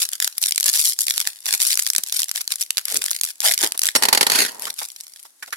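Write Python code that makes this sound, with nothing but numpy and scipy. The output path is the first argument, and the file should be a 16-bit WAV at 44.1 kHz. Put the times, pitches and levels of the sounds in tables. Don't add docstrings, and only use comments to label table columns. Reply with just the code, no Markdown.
import sys
import numpy as np
from scipy import signal
from scipy.fft import rfft, irfft
from scipy.io import wavfile
from scipy.ndimage import uniform_filter1d, minimum_filter1d

SR = 44100
rng = np.random.default_rng(int(sys.argv[2]) if len(sys.argv) > 2 else 0)


def store_wav(level_fs):
    pcm = np.round(np.clip(np.atleast_2d(level_fs), -1, 1) * 32767)
    wavfile.write(sys.argv[1], SR, pcm.T.astype(np.int16))


N = 245195
TIME = np.arange(N) / SR
TAPS, LEVEL_WINDOW = 2048, .002 * SR
FREQS = np.maximum(np.fft.rfftfreq(TAPS, 1 / SR), 1)
SIDES = np.array([[.5], [-.5]])

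# (frequency [Hz], level [dB])
FILM_SPECTRUM = [(100, -44), (600, -15.5), (1700, -6), (2700, -4.8), (4700, 3), (7500, 1.5), (11400, 2),
                 (15800, -11)]
# (frequency [Hz], level [dB])
CLACK_SPECTRUM = [(90, -23), (170, -7.5), (1700, -0.5), (5500, -2.5), (11500, -4), (15500, -19)]
# (frequency [Hz], level [dB])
PORT_CONTRAST = [(1100, -3), (3700, -3.5), (8600, -1), (10000, 11), (11800, 11), (15000, 5)]
# (time [s], hold [s], crackle level [dB], fullness [dB])
SQUEEZES = [(0.003, 0.028, -18, -1.1), (0.129, 0.018, -29, 6), (0.225, 0.025, -20.5, 3),
            (0.425, 0.061, -23.5, -2.8), (0.655, 0.042, -17.5, 0), (0.736, 0.17, -16.5, -7),
            (1.004, 0.018, -18, -14.5), (1.067, 0.15, -26.5, -1), (1.264, 0.025, -26.5, 6.5),
            (1.462, 0.095, -21, 5), (1.61, 0.11, -16.5, -2), (1.784, 0.095, -28.5, -6),
            (2.07, 0.013, -27.5, 0), (2.132, 0.075, -21.5, -3), (2.291, 0.0033, -28, 0),
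            (2.354, 0.056, -28, 4), (2.505, 0.018, -26.5, 3), (2.6, 0.025, -26, -4),
            (2.782, 0.014, -33, 15), (2.876, 0.09, -26, 6), (3.013, 0.16, -29, 4.7),
            (3.237, 0.063, -29.5, -1), (3.44, 0.045, -13, 4.5), (3.5, 0.025, -22, 6),
            (3.605, 0.055, -22, 6), (3.83, 0.06, -25.5, 7), (4.62, 0.08, -28.5, 4), (4.772, 0.07, -30.5, 4)]
# (time [s], crackle level [dB])
LIGHT_TOUCH = [(0, -39.5), (3.35, -44.5), (4.9, -39.5), (5.27, -43), (5.34, -52), (5.47, -43)]


def from_db(db):
    return 10 ** (np.asarray(db) / 20)


def rms_one(x):
    return x / np.sqrt(np.mean(x ** 2) + 1e-20)


def in_time(rows):
    return np.interp(TIME, *np.transpose(rows), left=-200)


def at_hz(points):
    hz, db = np.transpose(points)
    return np.interp(np.log(FREQS), np.log(hz), db)


def hump(hz, octaves):
    return np.exp(-(np.log2(FREQS / hz) / octaves) ** 2)


def wander(step_s):
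    values = rng.standard_normal(int(N / SR / step_s) + 2)
    return rms_one(np.interp(TIME / step_s, np.arange(len(values)), values))


def colour(x, db):
    cepstrum = irfft(np.log(from_db(db + at_hz(PORT_CONTRAST) * SIDES)))
    cepstrum[:, 1:TAPS // 2] *= 2
    cepstrum[:, TAPS // 2 + 1:] = 0
    heard = irfft(rfft(x, TAPS) * np.exp(rfft(cepstrum)))
    return heard / np.sqrt(np.sum(heard ** 2) / 2)


def response(db, t60, rise_s=0.0015, lag_s=.0003):
    age = TIME[:TAPS]
    waves = rng.standard_normal((2, TAPS)) + rng.standard_normal(TAPS)
    waves *= (1 - np.exp(-age / rise_s)) * from_db(-60 * age / t60)
    waves /= np.linalg.norm(waves, axis=1, keepdims=True)
    left_lag = int(lag_s * SR * rng.uniform(.5, 2))
    waves[0] = np.pad(waves[0], (left_lag, 0))[:TAPS]
    return colour(waves, db)


def strike(rows, make_response):
    out = np.zeros((2, N + TAPS))
    for s, db, *pitch in rows:
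        at = int(np.clip(s * SR, 0, N))
        out[:, at:at + TAPS] += from_db(db) * np.sqrt(LEVEL_WINDOW) * make_response(*pitch)
    return out[:, :N]


def click_train(rate, spread_db=8, even_s=0.048):
    born = rng.random(N) < rate / SR
    sizes = from_db(spread_db * np.minimum(rng.exponential(1, N), 3))
    clicks = born * sizes * rng.choice([-1, 1], N)
    local_power = np.abs(uniform_filter1d(clicks ** 2, int(even_s * SR)))
    return clicks / np.sqrt(local_power + .5 * rate / SR)


def play(clicks, body):
    return signal.oaconvolve(clicks[None], body, axes=1)[:, :N]


def hiss(db):
    return signal.oaconvolve(rng.standard_normal((2, N)), colour(np.ones(1), db), axes=1)[:, :N]


def effort(moves, tighten_db_per_s=732, relax_db_per_s=466):
    s, hold_s, db, *_ = np.transpose(moves)[:, :, None]
    time = TIME[::32]
    before_db = tighten_db_per_s * np.maximum(s - time, 0)
    after_db = relax_db_per_s * np.maximum(time - s - hold_s, 0)
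    power = np.sum(from_db(db - np.minimum(before_db + after_db, 120)) ** 2, axis=0)
    return np.interp(TIME, time, 10 * np.log10(power))


def still_air(level_db=-59):
    # (frequency [Hz], level [dB])
    air_spectrum = [(140, -22), (300, -1), (420, -10), (850, -4), (3000, -11), (9000, -2), (15000, -14)]
    return from_db(level_db) * hiss(at_hz(air_spectrum))


def crease(pitch_hz=None, ring_db=4, body_db=4.5):
    pitch_hz = pitch_hz or rng.uniform(6000, 12500)
    facet_db = ring_db * hump(pitch_hz, octaves=.19) + body_db * hump(pitch_hz, octaves=1.2)
    return response(at_hz(FILM_SPECTRUM) + facet_db, t60=rng.uniform(.006, .011), rise_s=.0003)


def flex(x):
    delay_s = .0008 * 2 ** (.5 * wander(step_s=.08))
    echo = np.array([np.interp(TIME - delay_s, TIME, port) for port in x])
    return x + .5 * echo


def crackle(median_per_s=290, rate_db_per_db=0.64, buckle_db=-45, friction_db=-10.5, count=14):
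    level_db = np.maximum(effort(SQUEEZES), in_time(LIGHT_TOUCH))
    clicks = click_train(median_per_s * from_db(rate_db_per_db * (level_db - np.median(level_db))))
    cluster_db = 2 * wander(step_s=.009) - 1
    buckling = 1 / (1 + from_db(2 * (buckle_db - level_db)) ** 2)
    clicks *= from_db(level_db + cluster_db) * buckling
    facet = rng.integers(0, count, N)
    pitches_hz = np.geomspace(2300, 14500, count)
    fine = sum(play(clicks * (facet == k), crease(hz)) for k, hz in enumerate(pitches_hz))
    friction = hiss(at_hz(FILM_SPECTRUM) + 4 * hump(hz=9500, octaves=.5))
    return flex(fine + from_db(level_db + friction_db) * friction)


def folds(x, shelf_hz=3000):
    s, hold_s, _, fullness_db = np.transpose(SQUEEZES)
    squeezing = 1 / (1 + from_db(in_time(LIGHT_TOUCH) - effort(SQUEEZES)) ** 2)
    shelf_db = squeezing * np.interp(TIME, s + hold_s / 2, fullness_db)
    low = signal.sosfiltfilt(signal.butter(2, shelf_hz, fs=SR, output="sos"), x)
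    return x + (from_db(shelf_db) - 1) * low


def snaps():
    # (time [s], level [dB], pitch [Hz] if the facet is broad)
    crease_snaps = [(.0224, -12), (.052, -17), (.0889, -18), (.1323, -15), (.2012, -10, 1670),
                    (.2443, -12, 3260), (.2758, -11.5, 1480), (.3805, -11), (.4157, -16), (.4269, -10.5),
                    (.4315, -15), (.4379, -8, 3940), (.4601, -9), (.5088, -14), (.5212, -7, 2900),
                    (.5591, -13.5), (.5781, -6, 2130), (.5998, -12), (.607, -11), (.6288, -11.5, 3280),
                    (.6415, -10), (.6637, -10), (.6901, -2.5), (.6977, -12), (.7378, -11, 4700),
                    (.7599, -11), (.9889, -10), (1.0677, -13), (1.0819, -11, 3000), (1.1071, -9, 3400),
                    (1.1785, -7, 3500), (1.2017, -10, 1850), (1.2725, -7.5, 1774), (1.4571, -15, 1830),
                    (1.5268, -10), (1.5382, -4.5, 2300), (1.6172, -6), (1.7413, -14), (1.7544, -14),
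                    (1.7736, -9, 1510), (1.7928, -8, 1420), (1.797, -11), (1.8228, -14), (1.8652, -9, 1900),
                    (1.8736, -13), (1.9011, -4), (1.9337, -15.5), (1.9497, -13, 1550), (1.9619, -3),
                    (1.9811, -6.5), (2.036, -13.5), (2.1241, -12, 3600), (2.2024, -12.5), (2.2185, -12),
                    (2.2316, -12.5, 3630), (2.2421, -16), (2.3134, -13.7, 3540), (2.3583, -14.5, 3000),
                    (2.4134, -16.5), (2.4765, -14, 4200), (2.5194, -12, 3800), (2.5566, -16.5),
                    (2.6097, -14), (2.6147, -13), (2.7052, -8.5, 2800), (2.7709, -11, 3400),
                    (2.7806, -8.5, 1700), (2.7852, -16, 1900), (2.8537, -13.3), (2.9226, -16),
                    (2.9437, -12), (2.9654, -11), (2.9706, -8), (3.04, -13), (3.0612, -12), (3.1073, -14),
                    (3.1126, -9), (3.2116, -9), (3.2343, -10), (3.2408, -14), (3.4037, -12.5),
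                    (3.5376, -10, 3560), (3.5422, -13), (3.5773, -11, 3210), (3.5888, -16), (3.6154, -13),
                    (3.6281, -11, 3500), (3.6444, -11), (3.6728, -15), (3.7209, -13.5, 2140), (3.7761, -15),
                    (3.7925, -8), (3.8172, -11, 4900), (3.8324, -12), (3.8554, -8), (3.8676, -8),
                    (3.8751, -13), (4.5955, -24), (4.8517, -23.5), (5.0083, -24)]
    return strike(crease_snaps, crease)


def knock(pitch_hz, body_db=11, low_cut_db_per_octave=7):
    octaves_below = np.maximum(np.log2(.5 * pitch_hz / FREQS), 0)
    db = at_hz(CLACK_SPECTRUM) + body_db * hump(pitch_hz, octaves=.65)
    return response(db - low_cut_db_per_octave * octaves_below, t60=.045, rise_s=.005)


def thumps_and_knocks():
    # (time [s], level [dB], pitch [Hz])
    soft_transients = [(0.653, -22, 110), (1.531, -25.5, 330), (1.981, -22.5, 91), (3.632, -7, 370),
                       (3.744, -26, 750), (4.628, -26, 600), (4.667, -19, 1300), (4.8137, -20, 900),
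                       (5.25, -35, 900), (5.424, -20.5, 1600), (5.474, -31, 600), (5.5245, -14.5, 1560)]
    return strike(soft_transients, knock)


def pulls(half_width_hz=140):
    # (time [s], duration [s], level [dB], first pitch [Hz], last pitch [Hz])
    openings = [(2.912, .11, -42, 800, 300), (3.43, .11, -33, 900, 650)]
    lowpass = signal.butter(2, half_width_hz, fs=SR, output="sos")
    band = rms_one(signal.sosfilt(lowpass, rng.standard_normal((2, N))))
    out = np.zeros(N)
    for s, duration, db, first_hz, last_hz in openings:
        progress = np.sqrt(np.clip((TIME - s) / duration, 0, 1))
        phase = 2 * np.pi * np.cumsum(first_hz * (last_hz / first_hz) ** progress) / SR
        scrape = band[0] * np.cos(phase) + band[1] * np.sin(phase)
        out += from_db(db) * np.sin(np.pi * progress) * scrape
    return out * from_db(PORT_CONTRAST[0][1] * SIDES)


def desk():
    # (frequency [Hz], height [dB])
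    desk_modes = [(420, 4), (930, 7.5), (1880, 4.5), (4450, 7)]
    return sum(db * hump(hz, octaves=.16) for hz, db in desk_modes)


def sliding_hands(grip_db=3, slip_s=0.0024):
    # (time [s], hold [s], level [dB])
    slides = [(3.625, 0.03, -31), (3.98, 0.444, -36.5), (4.46, 0.24, -44.5)]
    # (frequency [Hz], level [dB])
    skin_spectrum = [(60, -31), (170, 9), (800, 16.5), (6000, -6)]
    slips = rms_one(uniform_filter1d(rng.standard_normal(N), int(slip_s * SR)))
    return from_db(effort(slides) + grip_db * slips) * hiss(at_hz(skin_spectrum) + desk())


def sweet_clacks():
    # (time [s], level [dB])
    bounces = [(3.9512, -3), (3.9592, -1), (4.0229, -7), (4.0335, -2), (4.0522, -7), (4.085, -4.5),
               (4.1272, 4.5), (4.148, -5.5), (4.1738, -4), (4.2093, 0), (4.228, -5.5), (4.2664, -5),
               (4.2985, -7.5), (4.3176, -5)]
    clack_db = at_hz(CLACK_SPECTRUM) + desk()
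    common_ring = .55 * response(clack_db, t60=.045)
    return strike(bounces, lambda: common_ring + response(clack_db, t60=.022, rise_s=.001))


def clink():
    # (time [s], level [dB])
    hits = [(3.9595, -12)]
    # (frequency [Hz], level [dB], time to fall 60 dB [s])
    metal_modes = [(5577, 0, .09), (8387, -10, .17), (10910, -9, .14)]
    ring = np.zeros((2, N))
    for s, db in hits:
        age = np.maximum(TIME - s, 0)
        for hz, mode_db, t60 in metal_modes:
            port_db = np.interp(hz, FREQS, at_hz(PORT_CONTRAST)) * SIDES
            decay_db = 60 * np.minimum(age / t60, 2)
            ring += from_db(db + mode_db + port_db - decay_db) * np.sin(2 * np.pi * hz * age)
    return ring


def sweet_rattle(peak_s=4.39, width_s=0.068, level_db=-14.3, per_face_per_s=300, count=4):
    swell = from_db(level_db) * np.exp(-((TIME - peak_s) / width_s) ** 2)
    face_db = at_hz(CLACK_SPECTRUM) + .5 * desk()
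    faces = (play(swell * click_train(per_face_per_s), response(face_db, t60=.025)) for _ in range(count))
    return flex(sum(faces) / np.sqrt(count))


def room(x, t60=0.25, level_db=-19):
    age = TIME[:SR // 2]
    tail = rng.standard_normal((2, len(age))) * from_db(-60 * age / t60)
    tail /= np.linalg.norm(tail, axis=1, keepdims=True)
    return from_db(level_db) * signal.oaconvolve(x, tail, axes=1)[:, :N]


def scene():
    wrapper = snaps() + folds(crackle()) + pulls()
    sweet = sweet_clacks() + clink() + sweet_rattle()
    near = wrapper + sweet + sliding_hands() + thumps_and_knocks()
    return near + room(near) + still_air()


def record(dry, threshold=0.8, cutoff_hz=15900):
    window = int(2 * LEVEL_WINDOW)
    allowed = np.sqrt(threshold / np.maximum(np.abs(dry), threshold))
    gain = uniform_filter1d(minimum_filter1d(allowed, window), window)
    clipped = np.clip(dry * gain, -.9, .9)
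    return signal.sosfilt(signal.ellip(10, .2, 80, cutoff_hz, fs=SR, output="sos"), clipped)


dry = scene()
out = record(dry)
store_wav(out)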